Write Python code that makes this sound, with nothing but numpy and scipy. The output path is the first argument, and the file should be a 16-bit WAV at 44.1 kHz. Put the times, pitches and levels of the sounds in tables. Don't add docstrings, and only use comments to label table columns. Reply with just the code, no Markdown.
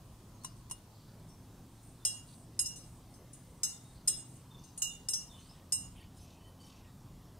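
import sys
import numpy as np
from scipy import signal
from scipy.fft import rfft, irfft, next_fast_len
from scipy.io import wavfile
from scipy.ndimage import uniform_filter1d

SR = 44100
rng = np.random.default_rng(int(sys.argv[2]) if len(sys.argv) > 2 else 0)


def voltage_ratio(level):
    return 10 ** (np.asarray(level, float) / 20)


def generate_wav(sig):
    pcm = np.round(np.clip(np.atleast_2d(sig).T, -1, 1) * 32767).astype(np.int16)
    wavfile.write(sys.argv[1], SR, pcm)


N = 325899


def evened(x):
    return x / np.sqrt(np.mean(x ** 2) + 1e-20)


def read(points, hz):
    f, value = np.transpose(points)
    return np.interp(np.log(hz + 1), np.log(f + 1), value)


def add(mix, s, sound):
    part = mix[..., round(s * SR):][..., :sound.shape[-1]]
    part += sound[..., :part.shape[-1]]


def coloured(x, points):
    size = next_fast_len(x.shape[-1])
    gain = voltage_ratio(read(points, np.fft.rfftfreq(size, 1 / SR)))
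    return evened(irfft(rfft(x, size) * gain, size)[..., :x.shape[-1]])


def ring(hz, db, t60, pan_db, lead, rise=0.0011, length=0.093):
    t = np.arange(round(length * SR)) / SR
    side = np.array([[.5], [-.5]])
    start, slosh_start, slosh = rng.random((3, len(hz), 1))
    steps = np.arange(0, len(t), 32) / SR
    swing = np.sin(2 * np.pi * ((8 + 25 * slosh) * steps + slosh_start))
    sway = (hz[:, None] / 20000 * swing).repeat(32, 1)[:, :len(t)]
    phase = (sway + 2 * np.pi * (hz[:, None] * t + start)).astype(np.float32)
    decay = np.exp((0.66 * sway - np.log(1000) * t / t60[:, None]).astype(np.float32))
    radiation = voltage_ratio(db + side * pan_db) * np.exp(1j * side * lead)
    sound = radiation.real @ (decay * np.sin(phase)) + radiation.imag @ (decay * np.cos(phase))
    return sound * (1 - np.exp(-t / rise)) * np.minimum((length - t) / 0.063, 1)


def tail(t60s, channels, gap=0.0012):
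    shape = (channels, SR // 2)
    taps = rng.choice([-1., 1.], shape) * (rng.random(shape) < 2500 / SR)
    taps[:, :round(gap * SR)] = 0
    hz, t, z = signal.stft(taps, SR, nperseg=128)
    decay = voltage_ratio(-60 * t / read(t60s, hz)[:, None])
    out = signal.istft(z * decay, SR, nperseg=128)[1]
    return out / np.linalg.norm(out[0])


# (f/Hz, T60/s, left-right/dB, left lead/rad, share of the detuning by the swirling drink/1)
GLASS_MODES = [(693, 0.19, 2, 0.2, 0.0), (2828, 0.63, -2, 0.2, 0.3), (2842, 0.7, -7, -0.7, 0.1),
               (5191, 0.115, 11, 1.5, 1.0), (5288, 0.27, 10, 0.5, 0.1), (5502, 0.37, -1, -3.0, 0.0),
               (5773, 0.45, -2, -2.4, 0.3), (6544, 0.18, 1, -2.1, 0.1), (6787, 0.21, 0, -1.6, 0.1),
               (6830, 0.21, -5, -2.0, 0.2),
               (7816, 0.32, -4, -2.1, 0.1), (8168, 0.18, -5, 1.6, 0.1), (8284, 0.24, -5, 1.2, 0.1),
                  (8411, 0.25, -10, -0.2, 0.2), (8587, 0.19, 11, 0.4, 0.0), (8900, 0.21, -3, 0.5, 0.0),
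                  (9094, 0.2, 7, -0.0, 0.0), (9410, 0.14, 6, 0.4, 0.2), (9666, 0.22, 8, -1.4, 0.0),
                  (9973, 0.2, 3, 1.8, 0.0),
               (10408, 0.29, 2, -1.9, 0.2), (10462, 0.24, -4, -2.8, 0.0), (10617, 0.22, -6, -3.1, 0.0),
             (10821, 0.21, -7, -0.2, 0.0), (10875, 0.15, -9, 0.2, 0.3), (11814, 0.19, 0, 0.4, 0.2),
             (12677, 0.24, -2, 1.1, 0.0), (13097, 0.2, -9, -2.1, 0.0), (13840, 0.16, 4, -1.3, 0.0),
             (14471, 0.19, 4, 2.9, -0.0),
               (3660, 0.18, 0, -0.1, 0.0), (5447, 0.18, -6, -1.0, 0.0), (7111, 0.18, 0, -1.7, 0.0),
             (9899, 0.18, -2, 2.5, 0.0), (10265, 0.18, -8, -3.1, 0.0), (11622, 0.18, -4, 3.0, 0.0),
             (11983, 0.18, -3, 0.1, 0.0), (12166, 0.18, -7, 2.9, 0.0), (13323, 0.18, -7, 2.3, 0.0),
             (13625, 0.18, -9, -1.9, 0.0), (14018, 0.18, 1, 3.1, 0.0), (14691, 0.18, 0, -2.8, 0.0),
             (15019, 0.18, 2, -0.3, 0.0), (15132, 0.18, 12, -0.7, 0.0)]
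JUG_MODES = GLASS_MODES
SPOON_MODES = [(1370, 0.24, -1, -0.0, 0.0), (1807, 0.7, 0, -2.8, 0.0), (3914, 0.46, 1, -1.6, 0.0),
               (4435, 0.39, 2, 2.4, -0.0), (5712, 0.32, -2, 3.0, 0.0), (6280, 0.37, 5, 0.0, 0.0),
               (7756, 0.24, -2, 1.4, 0.0), (9320, 0.22, 3, -0.2, 0.0), (11027, 0.27, -8, 0.4, -0.0),
               (11144, 0.32, -7, 0.2, 0.0), (12380, 0.19, -6, -0.8, 0.0)]
# (t/s, length/s, level/dB)
SLIDES = [(0., 0.62, -76.5), (0.56, 0.069, -70), (1., 12, -78.5), (1.686, 0.64, -76), (1.825, 0.11, -67),
          (2.26, 0.2, -64), (2.787, 0.24, -67), (3.1, 0.083, -71), (3.352, 0.45, -73.5), (3.825, 0.16, -68),
          (4.28, 0.14, -65.5), (5.304, 0.29, -68.5)]


def slide():
    hz, t60, pan_db, lead, _ = np.transpose(JUG_MODES + SPOON_MODES)
    force = voltage_ratio(2.0 * np.minimum(rng.exponential(1, N), 3))
    grit = force * (rng.random(N) < 1500 / SR) * rng.choice([-1, 1], N)
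    db = -60 * np.log2(hz / 8500) ** 2 - 3 * rng.random(len(hz))
    body = ring(hz, db, .15 * t60, pan_db, lead, length=.1)
    power = np.zeros(N)
    for s, length, level_db in SLIDES:
        u = np.linspace(0, 1, round(length * SR))
        add(power, s, voltage_ratio(2 * level_db) * np.minimum(u * length / 0.008, 1) * (1 - u ** 3))
    return np.sqrt(abs(power)) * evened(signal.oaconvolve(grit[None], body, axes=1)[:, :N])


# (f/Hz, level per Hz/dB)
HISS_SPECTRUM = [(59, -50), (100, -3), (345, 1), (3380, -7), (6410, -3.5), (7280, -10), (9210, -11),
                 (13500, -20), (16400, -35)]
# (t/s, level/dB)
HISS_LEVEL = [(0., -73.5), (.97, -72.5), (1., -77.5), (5.9, -78)]


def hiss():
    gain = voltage_ratio(np.interp(np.arange(N) / SR, *np.transpose(HISS_LEVEL)))
    return gain * coloured(rng.standard_normal(N), HISS_SPECTRUM) * np.array([[1], [-1]])


# (f/Hz, level per Hz/dB)
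BED_SPECTRUM = [(15, -36), (38, 0.5), (50, -2.5), (65, -4.5), (115, -0.5), (200, -6.5), (330, -13.5),
                (450, -19.5), (1050, -21), (1400, -29), (2300, -34.5), (3300, -32), (5200, -32.5),
                (15500, -38.5)]


def bed(level_db=-55.5):
    frames, hz = N // 512 + 6, np.fft.rfftfreq(2048, 1 / SR)
    a, b, patches = rng.standard_normal((frames, len(hz), 3)).T
    patches = evened(uniform_filter1d(uniform_filter1d(patches, 12, 0), 10, 1))
    z = (a + 1j * b) * voltage_ratio(read(BED_SPECTRUM, hz)[:, None] + 1.6 * patches)
    return voltage_ratio(level_db) * evened(signal.istft(z, nperseg=2048, noverlap=1536)[1][:N])


# (start t/s, end t/s, start f/Hz, end f/Hz, level/dB)
DRONES = [
    (-0.16, 4.9, 104, 126, -62.5),
    (0.35, 7.6, 154, 178, -68),
    (5.5, 9.5, 91, 94, -61),
    (1.26, 7.2, 259, 262, -71),
    (6.5, 7.6, 128, 120, -68),
]


def drones(waver_hz=2.525, throb_db=2.0):
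    out, now = np.zeros(N), np.arange(N) / SR
    for s0, s1, hz0, hz1, db in DRONES:
        t = np.arange(0, N / SR + .1, .01)
        waver, throb = evened(uniform_filter1d(rng.standard_normal((2, len(t))), 12, 1))
        fade = np.clip(np.minimum(t - s0, s1 - t) / .2, 0, 1)
        hz = np.interp(now, t, np.interp(t, [s0, s1], [hz0, hz1]) + waver_hz * waver)
        gain = np.interp(now, t, fade * voltage_ratio(db + 3 + throb_db * throb))
        out += gain * np.sin(2 * np.pi * np.cumsum(hz) / SR)
    return out


# (t/s, length/s, start f/Hz, end f/Hz, level/dB)
CHIRPS = [(0.388, 0.15, 3910, 5600, -71.5), (.33, 0.07, 6450, 6580, -77), (1.292, 0.028, 5500, 5410, -72),
          (1.996, 0.04, 3600, 3500, -74), (2.804, 0.042, 5350, 4900, -71), (3.727, 0.029, 3600, 3740, -66),
          (3.844, 0.037, 3660, 3830, -72), (4.502, 0.065, 3630, 3490, -66.5),
          (4.587, 0.021, 6500, 5800, -71), (4.892, 0.052, 3640, 3580, -66),
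          (5.288, 0.078, 3730, 3350, -65.5), (5.324, 0.06, 3100, 2980, -71), (5.38, 0.054, 6500, 5800, -70),
          (5.383, 0.095, 3900, 4900, -72), (5.483, .045, 4900, 5430, -65), (4.12, 0.045, 3600, 3520, -63),
          (5.957, 0.041, 3200, 2940, -69), (5.974, 0.019, 3120, 2690, -68),
          (5.998, 0.035, 4600, 4480, -69.5), (6.159, 0.063, 5060, 5280, -72),
          (6.21, 0.028, 6500, 5800, -70), (6.392, 0.094, 2970, 3120, -73), (6.587, 0.039, 3160, 2960, -69),
          (6.597, 0.042, 4550, 4650, -68), (6.638, 0.023, 6400, 5070, -67), (6.676, 0.022, 4600, 4580, -73),
          (6.72, .035, 4620, 4530, -77), (6.24, .012, 6400, 6000, -73), (6.76, 0.01, 6400, 5960, -75),
          (6.66, 0.036, 3050, 3130, -72), (6.733, .05, 5700, 5600, -79)]


def whistles():
    out = np.zeros(N)
    for s, length, hz0, hz1, db in CHIRPS:
        hz = np.linspace(hz0, hz1, round(length * SR))
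        rasp = voltage_ratio(3.6 * evened(uniform_filter1d(rng.standard_normal(SR), 150))[:len(hz)])
        tone = np.sin(2 * np.pi * np.cumsum(hz) / SR)
        add(out, s, voltage_ratio(db + 2.3) * rasp * tone * signal.windows.tukey(len(hz), .5))
    outdoors = tail([(2000, 0.57), (9000, 0.15)], channels=1)[0]
    return out + voltage_ratio(-2.0) * signal.oaconvolve(out, outdoors)[:N]


# (t/s, length/s, centre f/Hz, width/Hz, level/dB)
CHATTER = [(0.89, 0.31, 4400, 1020, -73.5), (1.18, 0.05, 4500, 800, -75.5), (5.94, .1, 9400, 2000, -71.5),
           (6.46, .06, 9300, 1200, -74), (2.26, 0.11, 4310, 878, -67.5), (2.747, 1.6, 2073, 90, -82.5),
           (3.17, 0.1, 440, 250, -63), (3.909, 0.14, 4470, 600, -72), (4.547, 0.22, 5400, 1800, -71.5),
           (5.296, 0.37, 3250, 1500, -70), (5.922, 0.15, 2940, 1100, -67)]
# (t/s, length/s, centre f/Hz, width/Hz, level/dB)
SQUABBLE = [
    (0.0, 0.25, 4840, 3700, -68),
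    (0.0, 0.062, 8500, 4200, -68),
    (0.045, 0.074, 9500, 3200, -69),
    (0.042, 0.3, 2750, 540, -74.5),
]
SQUABBLE_STARTS = [
    6.145,
    6.595,
]
# length/s, f/Hz, width/Hz, level/dB
COO = (0.12, 1870, 81, -76.5)


def chatter(coo_s=5.54, coo_every_s=.425, coos=4):
    squabbles = [(start + s, *rest) for start in SQUABBLE_STARTS for s, *rest in SQUABBLE]
    cooing = [(coo_s + k * coo_every_s, *COO) for k in range(coos)]
    out = np.zeros(N)
    for s, length, hz, width, db in CHATTER + squabbles + cooing:
        band = signal.butter(2, [hz - width / 2, hz + width / 2], "band", fs=SR, output="sos")
        noise = rng.standard_normal((2, 3 * SR // 2))[:, :round(length * SR)]
        size = noise.shape[1]
        flutter = voltage_ratio(3 * evened(uniform_filter1d(noise[1], 300)))
        smooth = uniform_filter1d(noise[1], round(120 * length) + 1)
        streaks = voltage_ratio(2.5 * evened(smooth)[:size // 2 + 1])
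        voices = irfft(rfft(noise[0]) * streaks, size)
        call = evened(signal.sosfilt(band, voices) * flutter)
        add(out, s, voltage_ratio(db) * call * signal.windows.tukey(size, .6))
    return out


# (f/Hz, level per Hz/dB)
CRACK_SPECTRUM = [(240, -48), (400, -19.5), (4440, -14.5), (5190, -13.5), (5780, -7), (6850, -3),
                  (7400, -12), (8370, 2.5), (14800, -22), (16000, -36)]


def crack(t60=0.076):
    t = np.arange(4000) / SR
    noise = coloured(rng.standard_normal((2, len(t))), CRACK_SPECTRUM)
    return noise * voltage_ratio(-60 * t / t60) * (1 - np.exp(-t / 0.000078))


# (f/Hz, T60/s, left-right/dB, left lead/rad, first knock level/dB, second knock level/dB)
BOTTOM_MODES = [(1040, 0.072, 10, 1.7, -45, -51), (2854, 0.122, 7, -0.1, -50, -48),
                (3929, 0.082, 9, -2.8, -51, -62), (4438, 0.571, 2, -2.3, -60, -74),
                (5274, 0.092, 10, 0.6, -64, -49), (5740, 0.067, 7, 2.2, -38, -48),
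                (6328, 0.072, 13, -3.1, -47, -65), (6535, 0.079, 16, 0.6, -53, -52),
                (6855, 0.076, 1, 1.7, -46, -50), (7190, 0.067, 10, 0.4, -58, -50),
                (8051, 0.067, 5, -1.3, -67, -44), (8442, 0.067, 12, 2.4, -56, -49),
                (8676, 0.067, 6, -1.1, -41, -46), (8940, 0.111, 6, -1.1, -59, -48),
                (9210, 0.08, 0, 0.5, -49, -46), (9463, 0.067, -5, -1.9, -52, -33),
                (9899, 0.071, -4, 1.8, -50, -44), (10672, 0.095, -9, 1.0, -50, -63),
                (11892, 0.095, -1, 1.3, -64, -58), (12080, 0.067, -4, 2.3, -50, -56)]
# (t/s, level/dB)
KNOCKS = [
    [(.437, -18), (.447, -2)],
    [(.699, -15), (.712, -1.5)],
]


def knocks():
    hz, t60, pan_db, lead, *levels = np.transpose(BOTTOM_MODES)
    out, t = np.zeros((2, N)), np.arange(1500) / SR
    life = 1.13 * np.minimum(t60, .13)
    thud = voltage_ratio(-41 - 60 * t / .03) * np.sin(2 * np.pi * 1000 * t) * voltage_ratio(np.array([[3], [-3]]))
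    for db, contacts in zip(levels, KNOCKS):
        for (s, gain_db), rise in zip(contacts, (.006, .0005)):
            add(out, s - .001, voltage_ratio(gain_db) * ring(hz, db, life, pan_db, lead, rise, length=.15))
            add(out, s - .001, voltage_ratio(0.78 * gain_db - 38) * crack(t60=0.07))
            add(out, s, voltage_ratio(gain_db) * thud)
    return out


def minor(t60=0.12, count=20):
    place, size, pan, lead, life = rng.random((5, count))
    hz = 3300 + 12200 * place
    db = read(CRACK_SPECTRUM, hz) * .6 - 10 * size
    return ring(hz, db, t60 * (.5 + life), 16 * (pan - .5), 2 * np.pi * lead, rise=0.011, length=0.27)


# (t/s, level/dB, place round the wall/degrees, height on the wall -1..1, part of the spoon -1..1)
STRIKES = [(1.2873, -68, -27.5, 0.4, 0.42), (2.0512, -23.5, 117, -0.28, 0.075),
           (2.5924, -26, -146.9, -0.71, -0.03), (2.6588, -37.5, -47, -0.19, 0.73),
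           (2.7594, -49, -50, 0.41, 0.15), (2.8397, -64, -77, -1.1, -0.75), (3.1394, -60, -19, 0.31, 0.32),
           (3.3326, -54.5, -74, 0.1, -0.57), (3.6337, -26, -37.5, 0.12, 0.32),
           (4.0757, -30.5, -154.0, 0.13, -0.84), (4.0787, -23, -154.0, -0.54, -0.43),
           (4.354, -69.5, -88.5, 0.63, 0.27), (4.6388, -58.5, -59.5, 1.0, -0.21),
           (4.777, -43, -80, 0.16, -1.0), (4.8204, -27.5, 38.5, 0.14, 0.53),
           (5.0867, -29, -158.7, -0.24, -0.095), (5.135, -30, -36.5, -0.26, 0.75),
           (5.3994, -67, -88.5, 0.002, -0.26), (5.7229, -25.0, 104.0, -0.79, -0.22)]
# (peak level/dB, lobe
# pairs, phase of the lobes/degrees, slope per height/dB, slope per spoon part/dB)
JUG_SHAPES = [(-22, 2, 16, 3, 3), (-22.9, 1, 72, 6.0, 9.1), (-9.6, 1, 72, 7.2, 9.2),
              (2.6, 1, 160, -11.7, 2.6), (-15.5, 2, 76, 5.7, 3.8), (-14.4, 2, 8, 9.6, 21.4),
              (-19.7, 5, 152, 14.5, 6.6), (-1.8, 2, 80, 0.4, 2.8), (4.0, 1, 72, 1.3, 2.2),
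              (-4.0, 5, 172, 9.7, 3.8), (-15.8, 5, 160, 18.2, -5.7), (1.3, 3, 88, 12.6, -5.0),
              (-5.6, 1, 92, -10.7, 7.7), (-2.8, 2, 32, -6.2, 6.7), (-1.5, 7, 160, 3.5, 1.5),
              (-8.8, 1, 88, 3.1, 8.1), (-4.0, 5, 56, -13.2, -15.5), (-3.3, 7, 40, 13.5, -16.8),
              (-4.3, 9, 112, 10.7, -9.4), (-3.5, 7, 64, -3.3, -13.6), (-16.1, 1, 144, -7.7, 0.8),
              (-15.9, 5, 148, 2.6, 10.0), (-17.3, 9, 168, 7.0, 1.8), (-20.1, 2, 64, -4.6, 9.5),
              (-7.8, 12, 56, -14.4, 2.2), (-17.9, 3, 88, 11.2, -3.6), (-16.2, 2, 32, 6.9, 15.0),
              (-19.6, 12, 16, 3.5, 5.5), (-22.5, 3, 96, 4.9, -0.0), (-23.1, 2, 8, 8.6, 13.9),
              (-22.9, 9, 60, 16.2, 2.4), (-15.4, 1, 156, 5.0, 5.1), (-19.8, 7, 56, 10.8, -7.3),
              (-17.5, 2, 56, 5.5, 1.7), (-15.8, 2, 108, -7.9, -12.9), (-23.7, 10, 144, 6.4, -2.3),
              (-19.2, 3, 76, 9.3, -4.0), (-22.2, 5, 144, 18.0, 5.9), (-23.0, 2, 4, 5.2, 13.0),
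              (-22.1, 6, 52, 3.0, 0.3), (-22.2, 1, 168, -0.5, -0.4), (-27.7, 1, 92, 0.6, -1.3),
              (-21.6, 2, 8, 7.5, 8.7), (-22.7, 2, 8, 8.8, 13.1)]
SPOON_SHAPES = [(-27.8, 3, 88, 16.3, -1.2), (-30.8, 1, 156, 5.4, 1.0), (-19.8, 2, 68, 10.1, 0.0),
                (-17.5, 11, 172, 12.3, -2.0), (-5.7, 7, 156, 1.1, 21.6), (-11.1, 9, 52, 18.3, 11.2),
                (-5.9, 5, 156, 23.7, 5.4), (-15.9, 3, 84, 13.0, 0.4), (-10.6, 2, 144, -3.8, -1.7),
                (-22.3, 1, 156, -1.7, 0.4), (-21.2, 3, 92, 13.1, 1.3)]


def clinks():
    hz, t60, pan_db, lead, wet = np.transpose(JUG_MODES + SPOON_MODES)
    peak_db, lobes, phase, height_db, part_db = np.transpose(JUG_SHAPES + SPOON_SHAPES)
    wettest, out = hz[np.argmax(wet)], np.zeros((2, N))
    for s, blow_db, place, height, part in STRIKES:
        shape = np.cos(np.radians(np.round(lobes) * place - phase)) ** 2 + .03
        db = peak_db + 20 * np.log10(shape) + height * height_db + part * part_db
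        # the tilted drink wets one side more, swinging the wettest mode 46 Hz about 5196 Hz
        shift = (5196 + 46 * np.cos(np.radians(place))) / wettest - 1
        over_db = blow_db + 28
        damping = max(1.62 + 0.02 * over_db, .3)
        crack_db = -12.5 - 0.08 * over_db
        life = np.minimum(t60, 0.46 * np.minimum(hz / 2800, 1)) / np.where(hz < 3500, 1, damping)
        tone = ring(hz * (1 + wet * shift), db, life, pan_db, lead, length=.22)
        add(out, s - .001, voltage_ratio(blow_db - 3.5) * tone)
        add(out, s - .001, voltage_ratio(blow_db + crack_db + 4.5) * crack())
        add(out, s - .001, voltage_ratio(blow_db + crack_db + 2) * minor())
    return out


# (f/Hz, T60/s)
KITCHEN_DECAY = [(500, 0.88), (3000, 0.48), (5200, 0.37), (8000, 0.39), (15000, 0.32)]


def kitchen(sent):
    return signal.oaconvolve(sent, tail(KITCHEN_DECAY, channels=2), axes=1)[:, :N]


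def scene(cut_s=5.97):
    wall, bottom = slide() + clinks(), knocks()
    near = wall + bottom + kitchen(voltage_ratio(-6) * wall + voltage_ratio(-17.0) * bottom) + hiss()
    near *= np.clip((cut_s - np.arange(N) / SR) / 0.063, 0, 1) ** 0.14
    return near + bed() + drones() + whistles() + chatter()


def gated(x, depth_db=30, tilt_db=2.5, size=16):
    z = signal.stft(x, nperseg=2048, noverlap=1536)[2]
    bands = (abs(z[:, :1024].mean(0)) ** 2).reshape(-1, size, z.shape[-1]).mean(1)
    level_db = 10 * np.log10(bands + 1e-16)
    top_db = level_db[6:].max(0)
    top_db = np.minimum(top_db, np.roll(top_db, 2))
    octaves = np.log2(np.arange(1, len(bands) + 1)[:, None] / 9)
    limit_db = top_db - depth_db - tilt_db * octaves
    keep = np.clip((level_db - limit_db) / 2 + .5, .05, 1)
    keep[:6] = 1
    z[:, :1024] *= keep.repeat(size, 0)
    return signal.istft(z, nperseg=2048, noverlap=1536)[1][:, :N]


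def roll_off(x):
    return signal.sosfilt(signal.butter(12, 16530, fs=SR, output="sos"), x)


def record(dry):
    edge = signal.firwin(301, 15650, width=400, fs=SR)
    limited = signal.oaconvolve(dry, edge[None], "same", axes=1)
    mix = gated(limited + voltage_ratio(-24) * (dry - limited))
    return roll_off(mix)


dry = scene()
out = record(dry)
generate_wav(out)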